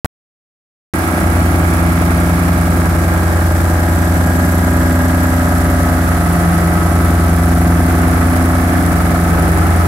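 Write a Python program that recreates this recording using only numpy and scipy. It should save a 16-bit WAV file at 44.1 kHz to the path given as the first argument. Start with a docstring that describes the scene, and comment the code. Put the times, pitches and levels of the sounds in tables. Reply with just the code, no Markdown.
"""Plate compactor on bare soil.

A petrol four-stroke single thuds, knocks and ticks, outdoors, a few metres from a hand-held phone.
A belt spins the eccentric at 4/3 crank speed: the plate drones, beats against the engine, rattles
and grinds grit. The machine turns from side-on to head-on, so its panels ring out in turn.
The sound is on for a blip, off for almost a second, then runs on."""
import sys
import numpy as np
from scipy import signal
from scipy.fft import rfft, irfft, next_fast_len
from scipy.io import wavfile
from scipy.ndimage import uniform_filter1d

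SR = 44100
rng = np.random.default_rng(int(sys.argv[2]) if len(sys.argv) > 2 else 0)


def generate_wav(signal):
    """Clip the signal to [-1, 1] and save it as 16-bit WAV at the path in sys.argv[1]."""
    frames = np.transpose(np.atleast_2d(signal))
    scaled = np.clip(frames, -1, 1) * 32767
    pcm = np.round(scaled).astype(np.int16)
    wavfile.write(sys.argv[1], SR, pcm)


N = 435266
TIME_S = np.arange(N) / SR
FIRING_HZ = 32.005
EXHAUST_AT_CYCLE, MUFFLER_ORDER = .87, 8  # order: multiple of the firing rate
# guard, tank and plate panel modes: f/Hz, width/Hz, level/dB, beam direction/deg
PANELS = [(400, 60, -7.5, 107), (511, 55, -16.5, 28), (570, 40, -17, 63), (704, 50, -12, 92),
          (1010, 110, -10, 32), (1278, 30, -3, 85), (1637, 40, -4.5, 57), (2180, 350, -8.5, 3)]


def plate(spin, drone_db, octave_db, corner_deg=65, corner_dip_db=-9.5):
    """The eccentric shakes the plate: a low drone of four harmonics."""
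    harmonics_db = [
        drone_db + .5 - .3 * wander(25),
        octave_db - .5 + wander(30),
        -27 + muffler_db() + 2 * wander(30),  # rings the muffler
        -28.5 + corner_dip_db * beam(corner_deg) + 2 * wander(23)]  # cancels as a corner faces the phone
    out = 0
    for k, level_db in enumerate(harmonics_db, 1):
        lag_rad = np.pi / 2 if k % 2 == 0 else 0  # even harmonics lag a quarter cycle, softening peaks
        out = out + undb(level_db) * np.cos(2 * np.pi * k * spin - lag_rad)
    return np.sqrt(2) * out


def exhaust(cycle, surge, waver_db=1.8, smear_rad=.021, surge_db=2):
    """One thud per firing; the muffler rings at one order, smears the rest and rocks with the frame."""
    # exhaust and crank lines: order, level/dB
    lines = [(1, -36.5), (2, -21), (3, -30), (4, -32), (5, -29.5), (6, -28.5), (7, -37.5), (8, -26.5),
             (9, -29), (10, -28), (11, -59.5), (12, -34), (13, -52)]
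    out = 0
    for k, level_db in lines:
        phase = 2 * np.pi * k * (cycle - EXHAUST_AT_CYCLE) + smear_rad * (k - MUFFLER_ORDER) ** 2
        rocking_db = surge_db * surge * min(k / MUFFLER_ORDER, 1)
        ring_db = muffler_db() if k == MUFFLER_ORDER else 0
        out = out + undb(level_db + ring_db + rocking_db + waver_db * wander(5)) * np.cos(phase)
    return np.sqrt(2) * out


def knock(cycle, at_cycle=.2103, scatter_rad=.64, drift_rad=.38, waver_db=.9, skew_rad=.000076):
    """Combustion rings the block; lines drift as it creeps on, high ones differ in phase at each mic."""
    # block ring lines: order, level/dB
    lines = [(15, -43.5), (16, -42), (17, -50), (18, -38), (19, -33), (20, -37.5), (21, -37.5), (22, -37),
             (23, -33.5), (24, -37), (26, -35), (27, -39), (28, -42), (31, -40), (40, -39.5), (43, -49),
             (49, -37.5), (51, -38.5), (60, -47), (61, -51)]
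    out = 0
    for k, level_db in lines:
        phase = 2 * np.pi * k * (cycle - at_cycle) + scatter_rad * rng.standard_normal()
        phase += drift_rad * wander(.95)
        skew = skew_rad * k ** 2 * (1 + wander(.59) / 2) * np.array([[-1], [1]])
        out = out + undb(level_db + panel_lift_db(k) + waver_db * wander(1.3)) * np.cos(phase + skew)
    blow_db = uniform_filter1d(per_cycle(cycle), size=100)
    return np.sqrt(2) * undb(blow_db) * out


def rattle(spin, hardness_db, decay_turns=.31, floor=1.9, scatter_db=2, grain_db=3, split_hz=900):
    """Each landing jolts the loose frame, guard and handle; hard ground rings the panels more."""
    # frame response: f/Hz, level/dB
    frame = [(20, -41), (50, -7), (100, 4), (140, -1), (230, 4.5), (340, -0.5), (440, -5.5), (680, -1),
             (900, -8), (1350, -6), (2000, -12.5), (2400, -20), (3000, -27.5), (6000, -45.5)]
    jolt = floor + np.exp(-(spin % 1) / decay_turns) * undb(scatter_db * per_cycle(spin))
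    blows = rng.standard_normal((2, N)) * jolt * undb(grain_db * np.tanh(wander(220)))
    mid, side = colour(blows, frame)
    side = highpass(side, split_hz, order=2) + undb(-4.5) * side  # highs spread wider
    stereo = mid + undb(-1.5) * side * np.array([[1], [-1]])
    return undb(1) * stereo + undb(-3 + .3 * hardness_db) * rings(blows, PANELS)


def clatter(cycle, jitter_cycles=.00033, blow_db=1.05, swell_db=2, views=4):
    """Piston, cam and gears repeat a run of small blows each cycle, heard from a slowly changing angle."""
    # casing response: f/Hz, level/dB
    casing = [(780, -44), (930, -5), (1100, -0.5), (1350, -2), (1480, -4), (1850, -6), (2300, -7.5),
              (2700, -23.5), (4000, -24), (8000, -61)]
    # cover resonances: f/Hz, width/Hz, lift/dB
    covers = [(1217, 90, 5), (1673, 48, 7), (1977, 70, 4)]
    position = (cycle + jitter_cycles * wander(90)) % 1
    places = np.arange(512) / 512
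    swell = undb(swell_db * np.cos(4 * np.pi * (places - .21)))
    out = np.zeros((2, N))
    for view in range(views):
        fade = np.clip(1 - np.abs(TIME_S / TIME_S[-1] * (views - 1) - view), 0, 1)
        for channel in range(2):
            blows = rng.standard_normal(len(places)) * swell
            out[channel] += np.sqrt(fade) * np.interp(position, places, blows)
    return undb(-3) * colour(out * undb(blow_db * wander(100)), casing, covers)


def valves(cycle, scatter_db=1.2):
    """Valves open and seat: four bright ticks a cycle ring the valve gear, coloured per mic."""
    # valve events: position/cycle, level/dB, decay/s
    events = [(.06, -1.5, .006), (.36, -3, .0025), (.62, -9, .004), (.845, 0, .004)]
    # tick spectrum, left: f/Hz, level/dB
    tick_left = [(3000, -22), (6300, -14), (8500, -39), (10200, -3.5), (11600, 2.5), (13000, 0.5),
                 (15500, -7)]
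    # tick spectrum, right: f/Hz, level/dB
    tick_right = [(3000, -17), (6500, -12.5), (7800, -1.5), (9200, -3.5), (10800, 1), (11800, -12.5),
                  (13000, -24), (15500, -3.5)]
    # valve gear modes: f/Hz, width/Hz, level/dB, beam direction/deg
    gear_modes = [(7900, 760, -2, 54), (10100, 680, -1.5, 3), (10890, 500, 1.5, 90), (11540, 250, 1.5, 56)]
    envelope = 0
    for place, level_db, decay_s in events:
        age_s = (cycle - place) % 1 / FIRING_HZ
        envelope += undb(level_db + scatter_db * per_cycle(cycle - place)) * np.exp(-age_s / decay_s)
    ticks = envelope * rng.standard_normal((2, N))
    left = undb(-4.5) * colour(ticks[0], tick_left)
    right = undb(-.5) * colour(ticks[1], tick_right)
    return np.array([left, right]) + undb(-6.5) * rings(ticks, gear_modes)


def grit(spin, pulse_db=-.9, grain_db=1):
    """Sand ground under the plate and cooling air hiss together."""
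    # hiss spectrum: f/Hz, level/dB
    spectrum = [(1500, -18), (2600, 3.5), (3600, 2.5), (5200, 4.5), (6500, 4), (8000, 4.5), (11000, 6.5),
                (13500, 5), (15500, -7)]
    stir = undb(pulse_db * np.cos(2 * np.pi * spin) + grain_db * wander(190))
    return colour(rng.standard_normal((2, N)) * stir, spectrum)


def governor_hz(drone_db, sag_hz_per_db=.04, smooth_s=.5):
    """Firing rate; sags a little as the plate bites harder."""
    load_db = uniform_filter1d(drone_db - drone_db.mean(), int(smooth_s * SR))
    return FIRING_HZ - sag_hz_per_db * load_db


def heading_deg(start_s=1.63, deg_per_s=17.8, last_deg=99.5):
    """Steady turn from side-on (0) to just past head-on."""
    return np.clip(deg_per_s * (TIME_S - start_s), 0, last_deg)


def beam(direction_deg, half_width_deg=16.8):
    """Gain of a radiated beam as the turn sweeps it over the phone."""
    return np.exp(-((heading_deg() - direction_deg) / half_width_deg) ** 2 / 2)


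def muffler_db(side_db=-4, front_db=1.5, clear_deg=33):
    """The muffler's ring grows as it swings out from behind the engine."""
    return np.interp(heading_deg(), [0, clear_deg], [side_db, front_db])


def panel_lift_db(order, lift_db=7):
    """An engine line swells when a panel tuned near it faces the phone."""
    return sum(lift_db * beam(direction_deg) for hz, _, _, direction_deg in PANELS
               if abs(order * FIRING_HZ - hz) < FIRING_HZ / 2)


def rings(x, modes, waver_db=1):
    """Resonances driven by x, each beamed its own way and wavering as the machine is steered."""
    out = 0
    for hz, width_hz, level_db, direction_deg in modes:
        ring = unit(signal.lfilter(*signal.iirpeak(hz, hz / width_hz, fs=SR), x))
        out = out + undb(level_db + waver_db * wander(1.5)) * beam(direction_deg) * ring
    return out


def colour(x, spectrum, resonances=()):
    """Pass x through a minimum-phase body, which rings only after a blow; output rms 1."""
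    size = next_fast_len(N + 8192, True)
    hz = np.fft.rfftfreq(4096, 1 / SR) + 1
    points_hz, points_db = np.transpose(spectrum)
    db = np.interp(np.log(hz), np.log(points_hz), points_db)
    for centre_hz, width_hz, peak_db in resonances:
        db = db + peak_db / (1 + (2 * (hz - centre_hz) / width_hz) ** 2)
    cepstrum = irfft(np.log(undb(db)))
    half = len(cepstrum) // 2
    causal = np.r_[cepstrum[0], 2 * cepstrum[1:half]]
    response = irfft(np.exp(rfft(causal, 2 * half)))
    return unit(irfft(rfft(x, size) * rfft(response, size), size)[..., :N])


def wander(rate_hz):
    """Random drift, spread near 1."""
    return 1.2 * np.interp(TIME_S * rate_hz, np.arange(2048), rng.standard_normal(2048))


def per_cycle(cycle):
    """One random value held per cycle."""
    return rng.standard_normal(2048)[np.floor(cycle).astype(int)]


def curves(table):
    """Columns interpolated over the first, t/s."""
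    times_s, *columns = np.transpose(table)
    return [np.interp(TIME_S, times_s, column) for column in columns]


def highpass(x, hz, order=1):
    """Butterworth high-pass."""
    return signal.sosfilt(signal.butter(order, hz, "high", fs=SR, output="sos"), x)


def undb(db):
    """Decibels to gain."""
    return 10 ** (np.asarray(db) / 20)


def unit(x):
    """Scale to rms 1."""
    return x / np.sqrt(np.mean(x ** 2))


def scene(belt_ratio=4 / 3, creep_hz=.105, in_step_s=5.0):
    """Engine drives plate; belt creep slides the plate's third harmonic past the muffler's order."""
    # plate on soil: t/s, drone level/dB, octave level/dB (grows on hard ground)
    plate_levels = [(1.3, -15, -26), (1.37, -14, -23), (2.36, -16, -16), (3.52, -14, -24),
                    (5.02, -15, -20.5), (6.08, -16, -20.5), (6.41, -18, -13.5), (7.12, -13, -20),
                    (7.53, -14, -15.5), (8.47, -15, -22.5), (9.21, -17, -16), (9.8, -12, -21)]
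    # clatter and rattle: t/s, level/dB
    metal_levels = [(1.1, -26.5), (3.6, -28), (6.6, -27), (7.52, -28.5), (8.04, -26), (9.4, -27)]
    drone_db, octave_db = curves(plate_levels)
    metal_db, = curves(metal_levels)
    cycle = np.cumsum(governor_hz(drone_db)) / SR  # engine cycles, two crank turns each
    cycle = cycle - np.interp(in_step_s, TIME_S, cycle) + .41
    # eccentric turns
    spin = belt_ratio * 2 * (cycle - EXHAUST_AT_CYCLE) + creep_hz * (TIME_S - in_step_s) - 1 / 3
    # shaking peaks when crank and eccentric push the same way, about 21 Hz
    surge = np.cos(2 * np.pi * (spin - 2 * cycle + .28))
    drone = exhaust(cycle, surge) + plate(spin, drone_db + surge, octave_db)
    block = undb(.9 * surge) * knock(cycle)
    metal = clatter(cycle) * undb([[-4.5], [3]])  # left, right
    metal += rattle(spin, octave_db - octave_db.mean())
    hiss = valves(cycle) + grit(spin)
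    return drone + block + undb(3.5 + metal_db + surge) * metal + undb(-31.5 + .5 * surge) * hiss


def record(dry, ceiling=.87, thin_hz=135, bass_in_s=1.21, top_hz=15650):
    """Left mic slightly late, bass thin at first, peaks rounded, sound gated, top cut."""
    # sound on: start/s, end/s
    on_spans = [(.047, .0595), (.937, 10)]
    sound = np.array([np.roll(dry[0], 3), dry[1]])
    bass_fade = np.clip((TIME_S - bass_in_s) / .02, 0, 1)
    sound = bass_fade * sound + (1 - bass_fade) * highpass(sound, thin_hz)
    sound = ceiling * np.tanh(undb(.78) * sound / ceiling)
    sound = highpass(sound, hz=8)
    gate = sum((TIME_S >= start_s) & (TIME_S < end_s) for start_s, end_s in on_spans)
    return signal.sosfilt(signal.ellip(10, .1, 90, top_hz, fs=SR, output="sos"), sound * gate)


dry = scene()
out = record(dry)
generate_wav(out)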